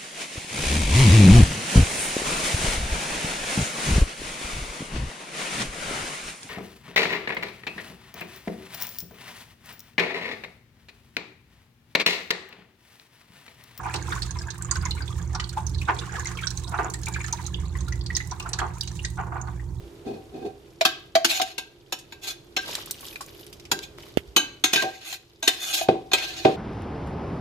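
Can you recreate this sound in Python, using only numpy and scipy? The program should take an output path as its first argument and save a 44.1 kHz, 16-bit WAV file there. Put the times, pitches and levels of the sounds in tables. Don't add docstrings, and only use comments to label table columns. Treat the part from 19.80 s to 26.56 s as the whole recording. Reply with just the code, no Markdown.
import sys
import numpy as np
from scipy import signal
from scipy.fft import rfft, irfft, next_fast_len
from scipy.io import wavfile
from scipy.ndimage import map_coordinates

SR = 44100
rng = np.random.default_rng(int(sys.argv[2]) if len(sys.argv) > 2 else 0)


def output_pcm(signal):
    pcm = np.clip(np.atleast_2d(signal).T, -1, 1) * 32767
    wavfile.write(sys.argv[1], SR, np.round(pcm).astype(np.int16))


N = 298116
TIME = np.arange(N) / SR

# (time [s], level [dB],
# hollowness [dB], sizzle [dB], ring [dB], favours the mode nearest [Hz], that mode's level [dB])
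CLINKS_AND_RING = [(1.009, -22, 4, -15.5, -64, 660, -9), (1.05, -15, -3.5, -12, -7.5, 760, -15.5),
                   (1.351, -20, 7.5, -15, -19, 660, -6), (1.445, -17, -14, -7.5, -49, 340, -14),
                   (1.596, -29.5, 7, -31, -12.5, 660, -13), (1.614, -24.5, -37, -7, -17, 4100, -24),
                   (1.779, -29.5, -11, -8.5, -10, 2600, -10), (2.122, -28.5, -5.5, -5, -14.5, 3050, -10),
                   (2.321, -41.5, -9, -12, -12, 3500, -31), (2.764, -23, -7.5, -14, -10, 4100, -3),
                   (3.914, -22, -6.5, -3.5, -47, 1600, -13.5), (4.562, -14, -12.5, -7, -7.5, 3050, 1.5),
                   (4.838, -16.5, -12.5, -6.5, -7, 4055, -8), (4.931, -19.5, -9, -5, -5, 2500, -17),
                   (4.957, -19, -24, -15, -2.5, 2580, -11), (4.974, -25.5, -25, -33, -9, 1600, 23),
                   (5.02, -28.5, -4.5, -10, -33, 2530, -11.5), (5.325, -35.5, -23, -10, -29, 760, -4.5),
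                   (5.625, -29, -5, -3.5, 3.5, 4100, -8), (5.675, -14.5, -13.5, -8, -10.5, 3700, -0.5),
                   (6.008, -32.5, 6.5, -20, -1, 760, -5), (6.314, -30.5, -1.5, -15, 0, 2500, -16),
                   (6.332, -15.5, -9.5, -10.5, -6, 2500, 0)]
# (start [s], length [s], start level [dB], end level [dB], squeal [dB], sizzle [dB])
SPOON_STROKES = [(1.456, 0.14, -38, -29.5, -23.5, -5.5), (1.488, 0.026, -25, -28, 1, -9),
                 (1.637, 0.077, -53, -38, -18, -11), (2.412, .10, -43, -29, -8.5, -5),
                 (4.015, 0.025, -42, -36.5, -5, -3.5), (4.919, 0.14, -31, -36.5, -22.5, -9.5),
                 (5.06, 0.24, -46, -51, -19, -11), (5.235, 0.11, -48, -35.5, -23, -2.5),
                 (5.625, 0.3, -40.5, -44, -15.5, -3.5), (5.795, 0.15, -35.5, -32, -1, -2),
                 (5.925, 0.1, -26, -30, -11, -3), (6.364, 0.38, -26.5, -46.5, -17, -15)]
SQUEAL_PITCH = [(1.49, 2370), (1.515, 2650), (1.55, 2800), (2.45, 3440), (5.85, 3500), (5.94, 3384)]
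POT_MODES = [(335.6, -4.5, 0.17), (663, -2.5, 0.15), (754.5, 4.5, 0.17), (1586, 3, 0.28), (2496, 7, 0.13),
             (2607, -2.5, 0.22), (3004, -1, 0.18), (3480, 2, 0.061), (3610, 2, 0.097), (3820, 1, 0.17),
             (4180, -5.5, 0.11), (4256, 5.5, 0.083), (5470, -6.5, .1), (6420, -4, 0.18)]
POT_DENSE_DECAY = [(3000, 0.44), (14000, 0.11)]
STEEL_SPECTRUM = [(100, -28), (330, 4), (520, -10.5), (1150, -1), (1750, 1), (2450, 7), (3100, 7.5),
                  (4150, 8), (4900, 0.5), (5350, 2.5), (5900, -5), (6550, 0.5), (8200, -17), (13000, -17),
                  (15500, -27.5)]
HIT_BANDS = [(60, 520), (520, 1000), (1000, 7500), (7500, 15500)]
# (crest [s], level [dB], swell [s], t60 [s], spray [dB])
WHEY_GUSHES = [(2.922, -34.5, 0.081, 0.75, -12.5), (3.265, -46, 0.063, 0.51, 0.5),
               (3.62, -53.5, 0.25, 0.49, -3.5), (4.219, -49.5, 0.036, 0.86, -10.5)]
# (time [s], level [dB], centre [Hz], t60 [s])
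SPLATS_AND_TAPS = [(2.189, -40, 4200, 0.085), (2.953, -21.5, 4000, 0.039), (3.06, -34, 12000, 0.033),
                   (3.11, -21, 7300, 0.047), (3.208, -36.5, 8900, 0.061), (3.23, -44, 1084, .08),
                   (3.267, -36.5, 5540, 0.028), (3.328, -43, 2500, 0.045), (3.358, -33, 2390, 0.044),
                   (3.408, -36.5, 1080, 0.09), (3.41, -34, 4750, 0.11), (3.463, -39, 10000, 0.022),
                   (3.666, -42, 4950, 0.047), (3.728, -38.5, 4220, 0.07), (3.798, -41, 3280, 0.057),
                   (3.853, -40, 3050, 0.065), (3.991, -26.5, 3130, 0.013), (4.185, -34.5, 1080, 0.012)]
WET_SPECTRUM = [(200, 6.5), (1300, -3), (3600, 4.5), (8300, -6.5), (12500, 5), (16000, -14)]
POT_BUMPS = [(3.915, 4.9, -34.5, 1.5), (5.029, 8.1, -36.5, 8.5), (6.085, 3.2, -17.5, 7),
             (6.648, 5.2, -15, 5.5)]
# (start [s], length [s], start level [dB], end level [dB])
POT_DRAGS = [(0.248, 0.16, -25.5, -45.5), (0.517, 0.087, -33.5, -38), (0.602, 0.065, -43, -31.5)]
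SINK_MODES = [(127.2, -8, 0.27), (340, 2, 0.3), (432, 3, 0.15), (650, 2, 0.16), (764, 7, 0.24),
              (1575, -13, 0.1), (2505, -10, 0.09)]
THUD_SPECTRUM = [(40, -38), (120, 3.5), (260, 4), (400, 14), (540, -2), (780, -1.5), (1300, -23),
                 (3900, -21.5), (5500, -36), (15000, -74)]
GRIND_SPECTRUM = [(40, -24), (400, 4.5), (600, -17.5), (750, -3), (1100, -51), (3700, -32), (6700, -45),
                  (8000, -62)]
HAND_NUDGES = [(0.03, -40), (4.479, -42)]
AIR_SPECTRUM = [(15, -44.5), (25, -6), (134, -0.5), (206, -12), (354, -9.5), (2000, -25), (3430, -26),
                (12200, -38), (16000, -45.5)]
DRONE_MODES = [(59, 6.4, -8), (344, 22.6, 1.5), (400.3, 9.9, -2)]
# (time [s], level [dB])
BACKGROUND_FADER = [(0.0, -46.5), (1.0, -53), (1.9, -56.5), (3.0, -50.5), (4.3, -49.5), (5.5, -60),
                    (6.76, -45.5)]
ROOM_DECAY = [(4000, 0.42), (14000, 0.23)]
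STEREO_LIKENESS = [(300, 0.93), (650, 0.5), (1300, 0.089), (3000, 0), (9000, 0.65)]
STEREO_LEAN = [(200, 0), (1500, 0), (3500, 1), (6500, -1), (12000, -4)]


def pot_clinks(crash_t60=0.066, modes_db=5.5, dense_db=-6, rise_ms=4, thud_db=-14, db_per_octave=6):
    out, t = np.zeros((2, N)), np.arange(SR // 2) / SR
    for start, db, hollow_db, sizzle_db, ring_db, near_hz, note_db in CLINKS_AND_RING:
        note_hz, _, note_t60 = min(POT_MODES, key=lambda row: abs(row[0] - near_hz))
        modes = [(hz, mode_db - db_per_octave * abs(np.log2(hz / note_hz)), t60)
                 for hz, mode_db, t60 in POT_MODES]
        steel = rippled(noise(len(t), STEEL_SPECTRUM), depth_db=6, width_hz=130)
        crash = steel * decay(t, crash_t60)
        shimmer = damped(rippled(steel, depth_db=7, width_hz=35), POT_DENSE_DECAY)
        ring = amp(modes_db) * struck(t, modes, scatter_db=6.5) + amp(dense_db) * shimmer
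        note = beating_mode(t, note_hz, note_t60)
        clink = crash / onset_rms(crash) + amp(ring_db) * ring + amp(note_db) * note
        add(out, start, amp(db) * shaped_hit(clink, t, rise_ms, [thud_db, hollow_db, 0, sizzle_db]))
    return out


def spoon_scrapes(attack_s=0.022, release_t60=0.082, pot_db=-4.5, jitter=0.013, grit_db=4):
    slips = colour(grains(per_s=4700, spread_db=1), STEEL_SPECTRUM)
    slips = unit_rms(band(slips, 1000, SR / 2))
    slips = shifting_ripples(slips, depth_db=7.5, width_hz=170, hold_s=0.03)
    catch = amp(4 * np.tanh(drift(per_s=54)))
    chatter = amp(0.5 * drift(per_s=150))
    slips = slips * catch * chatter
    squeal_hz = automation(SQUEAL_PITCH) * (1 + jitter * drift(per_s=500))
    phase = 2 * np.pi * np.cumsum(squeal_hz) / SR
    tone = np.sin(phase) + 0.46 * np.sin(1.9 * phase)
    squeal = unit_rms(tone * amp(grit_db * drift(per_s=350)))
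    rub, force = np.zeros((2, N)), np.zeros(N)
    for *shape, squeal_db, sizzle_db in SPOON_STROKES:
        pressure = stroke_envelope(*shape, attack_s, release_t60)
        rub += pressure * (body_and_fizz(slips, 0.85, amp(sizzle_db)) + amp(squeal_db) * squeal)
        force += pressure
    return rub + amp(pot_db) * np.std(rub) * rubbed(force * catch, POT_MODES, damping=4.8)


def whey_pour(wash_db=-5, tick_t60=0.027, lumps_db=3, trickle_db=-64, trickle_spray_db=-9):
    ticks, t = np.zeros((2, N)), np.arange(SR // 32) / SR
    for hz in np.geomspace(700, 13000, num=10):
        burst = rng.standard_normal(len(t)) * decay(t, tick_t60)
        tick = band(burst, hz / np.sqrt(2), hz * np.sqrt(2))
        ticks += signal.oaconvolve(grains(per_s=70, spread_db=4), tick[None], axes=1)[:, :N]
    patter = colour(ticks, WET_SPECTRUM) + amp(wash_db) * noise(N, WET_SPECTRUM)
    flow, spray = amp(trickle_db), amp(trickle_db + trickle_spray_db)
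    for *shape, spray_db in WHEY_GUSHES:
        gush = gush_envelope(*shape)
        flow = flow + gush
        spray = spray + amp(spray_db) * gush
    lumpiness = amp(lumps_db * np.tanh(drift(per_s=77)))
    return body_and_fizz(patter * lumpiness, flow, spray)


def splats_and_taps(slap_db=4, slap_t60=0.00083, width_octaves=0.88, tail_db=-1, plop_below_hz=3000):
    out, t = np.zeros((2, N)), np.arange(SR // 6) / SR
    grid_hz = np.geomspace(60, 16000, num=30)
    for start, db, hz, t60 in SPLATS_AND_TAPS:
        hump_db = np.maximum(-4.3 * (np.log2(grid_hz / hz) / width_octaves) ** 2, -28)
        burst = rippled(noise(len(t), np.c_[grid_hz, hump_db]), depth_db=6, width_hz=400)
        envelope = amp(tail_db) * decay(t, t60) + amp(slap_db) * decay(t, slap_t60)
        plop = 1.1 * (hz < plop_below_hz) * mode(t, hz * (1 + t), t60)
        add(out, start, amp(db) * (plop + burst * envelope))
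    return out


def pot_bumps(thud_t60=0.031, modes_db=-2, boom_db=-15, boom_t60=0.29, clang_db=-1.5, sizzle_db=-31):
    out, t = np.zeros((2, N)), np.arange(SR // 2) / SR
    for start, rise_ms, db, hollow_db in POT_BUMPS:
        thud = noise(len(t), THUD_SPECTRUM) * (decay(t, thud_t60) + amp(boom_db) * decay(t, boom_t60))
        bump = thud / onset_rms(thud) + amp(modes_db) * struck(t, SINK_MODES, scatter_db=-0.5)
        add(out, start, amp(db) * shaped_hit(bump, t, rise_ms, [0, hollow_db, clang_db, sizzle_db]))
    return out


def pot_drags(attack_s=0.032, release_t60=0.17, judder_db=2, sink_db=-9, pot_db=-22):
    pressure = sum(stroke_envelope(*row, attack_s, release_t60) for row in POT_DRAGS)
    force = pressure * amp(judder_db * drift(per_s=90))
    grind = force * noise(N, GRIND_SPECTRUM)
    bowl = amp(sink_db) * rubbed(force, SINK_MODES, damping=1.8)
    wall = amp(pot_db) * rubbed(force, POT_MODES, damping=6.9)
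    return panned(grind + np.std(grind) * (bowl + wall), left_db=-1)


def camera_tap(start=4.3725, db=-1.5, push_ms=0.45, thump_hz=75, far_db=-10, lag_s=0.00062):
    out, t = np.zeros((2, N)), np.arange(SR // 8) / SR
    from_centre = t * 1000 / push_ms - 3
    push = -from_centre * np.exp((1 - from_centre ** 2) / 2)
    hiss = noise(len(t), [(900, -18.5), (1600, -11), (3300, -8), (4200, -21), (15000, -31)])[0]
    tick = hiss * (decay(t, t60=0.015) + amp(-5) * decay(t, t60=0.075))
    thump = np.sin(2 * np.pi * thump_hz * t) * decay(t, t60=0.11)
    tap = amp(db) * (push + amp(-19) * tick + amp(-25) * thump)
    add(out[1:], start, tap)
    add(out[:1], start + lag_s, amp(far_db) * tap)
    return out


def hand_nudges(shudder_hz=60, t60=0.28, rise_s=0.004):
    out, t = np.zeros((2, N)), np.arange(SR // 4) / SR
    for start, db in HAND_NUDGES:
        add(out, start, amp(db) * np.minimum(t / rise_s, 1) * mode(t, shudder_hz, t60))
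    return panned(out, left_db=-3)


def kitchen_reverb(x, wet_db=-15, predelay_s=0.0053):
    tail = damped(noise(SR // 2, [(6000, -6), (15000, -4.5)]), ROOM_DECAY)
    tail *= np.arange(SR // 2) / SR > predelay_s
    return amp(wet_db) * signal.fftconvolve(x, tail / np.linalg.norm(tail[0]), axes=1)[:, :N]


def kitchen_hum(air_db=-2, drone_db=-1):
    air = noise(N, AIR_SPECTRUM)
    rumble = noise(N, [(600, -3.5), (3000, -56)])
    drone = sum(amp(db) * unit_rms(resonance(rumble, hz, width)) for hz, width, db in DRONE_MODES)
    bed = amp(air_db) * air + amp(drone_db) * unit_rms(drone)
    return panned(amp(automation(BACKGROUND_FADER)) * bed, left_db=-2)


def mode(t, hz, t60):
    phase_gap = np.arccos(np.clip(at_hz(STEREO_LIKENESS, np.min(hz)), -1, 1))
    phase = 2 * np.pi * rng.random() + np.array([[phase_gap / 2], [-phase_gap / 2]])
    return np.sqrt(2) * np.sin(2 * np.pi * hz * t + phase) * decay(t, t60)


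def beating_mode(t, hz, t60, split=0.014, flank_db=-6):
    flanks = mode(t, hz * (1 - split), t60) + mode(t, hz * (1 + split), t60)
    return mode(t, hz, t60) + amp(flank_db) * flanks


def struck(t, modes, scatter_db):
    ring = sum(amp(db + scatter_db * rng.standard_normal()) * beating_mode(t, hz, t60)
               for hz, db, t60 in modes)
    return ring / onset_rms(ring)


def rubbed(force, modes, damping):
    drive = rng.standard_normal((2, N)) * force
    ring = sum(amp(db) * np.sqrt(t60) * resonance(drive, hz, damping / t60) for hz, db, t60 in modes)
    return unit_rms(ring)


def shaped_hit(sound, t, rise_ms, levels_db):
    attack = np.minimum(t * 1000 / rise_ms, 1)
    parts = [band(sound * attack, lo, hi) for lo, hi in HIT_BANDS]
    return sum(amp(db) * part / onset_rms(part) for db, part in zip(levels_db, parts))


def rippled(pair, depth_db, width_hz):
    n = pair.shape[1]
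    knots = np.clip(rng.standard_normal(1024), -2, 1)
    ripple = np.interp(np.fft.rfftfreq(n, 1 / SR) / width_hz, np.arange(len(knots)), knots)
    return unit_rms(irfft(rfft(pair) * amp(depth_db * ripple), n))


def shifting_ripples(pair, depth_db, width_hz, hold_s):
    hz, t, frames = signal.stft(pair, SR, nperseg=512)
    knots = np.clip(rng.standard_normal((256, 512)), -2, 1.5)
    grid = np.meshgrid(hz / width_hz, t / hold_s, indexing="ij")
    ripple = map_coordinates(knots, grid, order=1, mode="wrap")
    return unit_rms(signal.istft(frames * amp(depth_db * ripple), SR, nperseg=512)[1][:, :N])


def stroke_envelope(start, length, first_db, last_db, attack_s, release_t60):
    t = TIME - start
    pressure = amp(np.interp(t, [0, length], [first_db, last_db]))
    return np.clip(t / attack_s, 0, 1) * pressure * decay(np.maximum(t - length, 0), release_t60)


def gush_envelope(crest, db, swell_s, t60):
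    t = TIME - crest
    swell = np.exp(-(np.minimum(t, 0) / swell_s) ** 2)
    return amp(db) * swell * decay(np.maximum(t, 0), t60)


def grains(per_s, spread_db):
    size = amp(spread_db * np.minimum(rng.exponential(1, (2, N)), 4))
    return unit_rms(size * rng.choice([-1, 1], (2, N)) * (rng.random((2, N)) < per_s / SR))


def drift(per_s):
    knots = rng.standard_normal(2048)
    return unit_rms(np.interp(TIME * per_s, np.arange(len(knots)), knots))


def noise(n, spectrum):
    return colour(rng.standard_normal((2, n)), spectrum)


def colour(pair, spectrum):
    n = pair.shape[1]
    size = next_fast_len(n)
    hz, (a, b) = np.fft.rfftfreq(size, 1 / SR), rfft(pair, size)
    likeness = np.clip(at_hz(STEREO_LIKENESS, hz), -1, 1)
    mid, side = a * np.sqrt(1 + likeness), b * np.sqrt(1 - likeness)
    stereo = np.array([mid + side, mid - side]) * amp(at_hz(spectrum, hz))
    return unit_rms(irfft(stereo, size)[:, :n])


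def damped(x, t60s):
    hz, t, frames = signal.stft(x, SR, nperseg=256)
    fade = decay(t, at_hz(t60s, hz)[:, None])
    return signal.istft(frames * fade, SR, nperseg=256)[1][:, :x.shape[1]]


def body_and_fizz(x, body_gain, fizz_gain):
    return body_gain * unit_rms(band(x, 150, 7500)) + fizz_gain * unit_rms(band(x, 7500, 16000))


def band(x, lo_hz, hi_hz):
    edges = [lo_hz, min(hi_hz, SR / 2 - 1)]
    return signal.sosfilt(signal.butter(3, edges, "bandpass", fs=SR, output="sos"), x)


def resonance(x, hz, width_hz):
    return signal.lfilter(*signal.iirpeak(hz, hz / width_hz, SR), x)


def amp(db):
    return 10 ** (np.asarray(db) / 20)


def decay(t, t60):
    return amp(-60 * t / t60)


def unit_rms(x):
    return x / np.sqrt(np.mean(x ** 2) + 1e-20)


def onset_rms(x):
    return np.sqrt(np.mean(x[..., :SR // 40] ** 2) + 1e-20)


def at_hz(points, hz):
    knots_hz, values = np.transpose(points)
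    return np.interp(np.log(hz + 1), np.log(knots_hz + 1), values)


def automation(points):
    return np.interp(TIME, *np.transpose(points))


def panned(x, left_db):
    return x * amp([[left_db / 2], [-left_db / 2]])


def add(mix, start, sound):
    part = mix[:, round(start * SR):][:, :sound.shape[-1]]
    part += sound[..., :part.shape[1]]


def scene():
    action = pot_clinks() + pot_bumps() + pot_drags() + spoon_scrapes() + whey_pour() + splats_and_taps()
    return action + kitchen_reverb(action) + camera_tap() + hand_nudges() + kitchen_hum()


def record(dry):
    size = next_fast_len(N)
    lean_db = at_hz(STEREO_LEAN, np.fft.rfftfreq(size, 1 / SR))
    heard = irfft(rfft(dry, size) * amp([lean_db / 2, -lean_db / 2]), size)[:, :N]
    rounded = heard / (1 + heard ** 6) ** (1 / 6)
    low_pass = signal.firwin(255, cutoff=15500, window=("kaiser", 9), fs=SR)
    return signal.oaconvolve(rounded, low_pass[None], "same")


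dry = scene()
out = record(dry)
output_pcm(out)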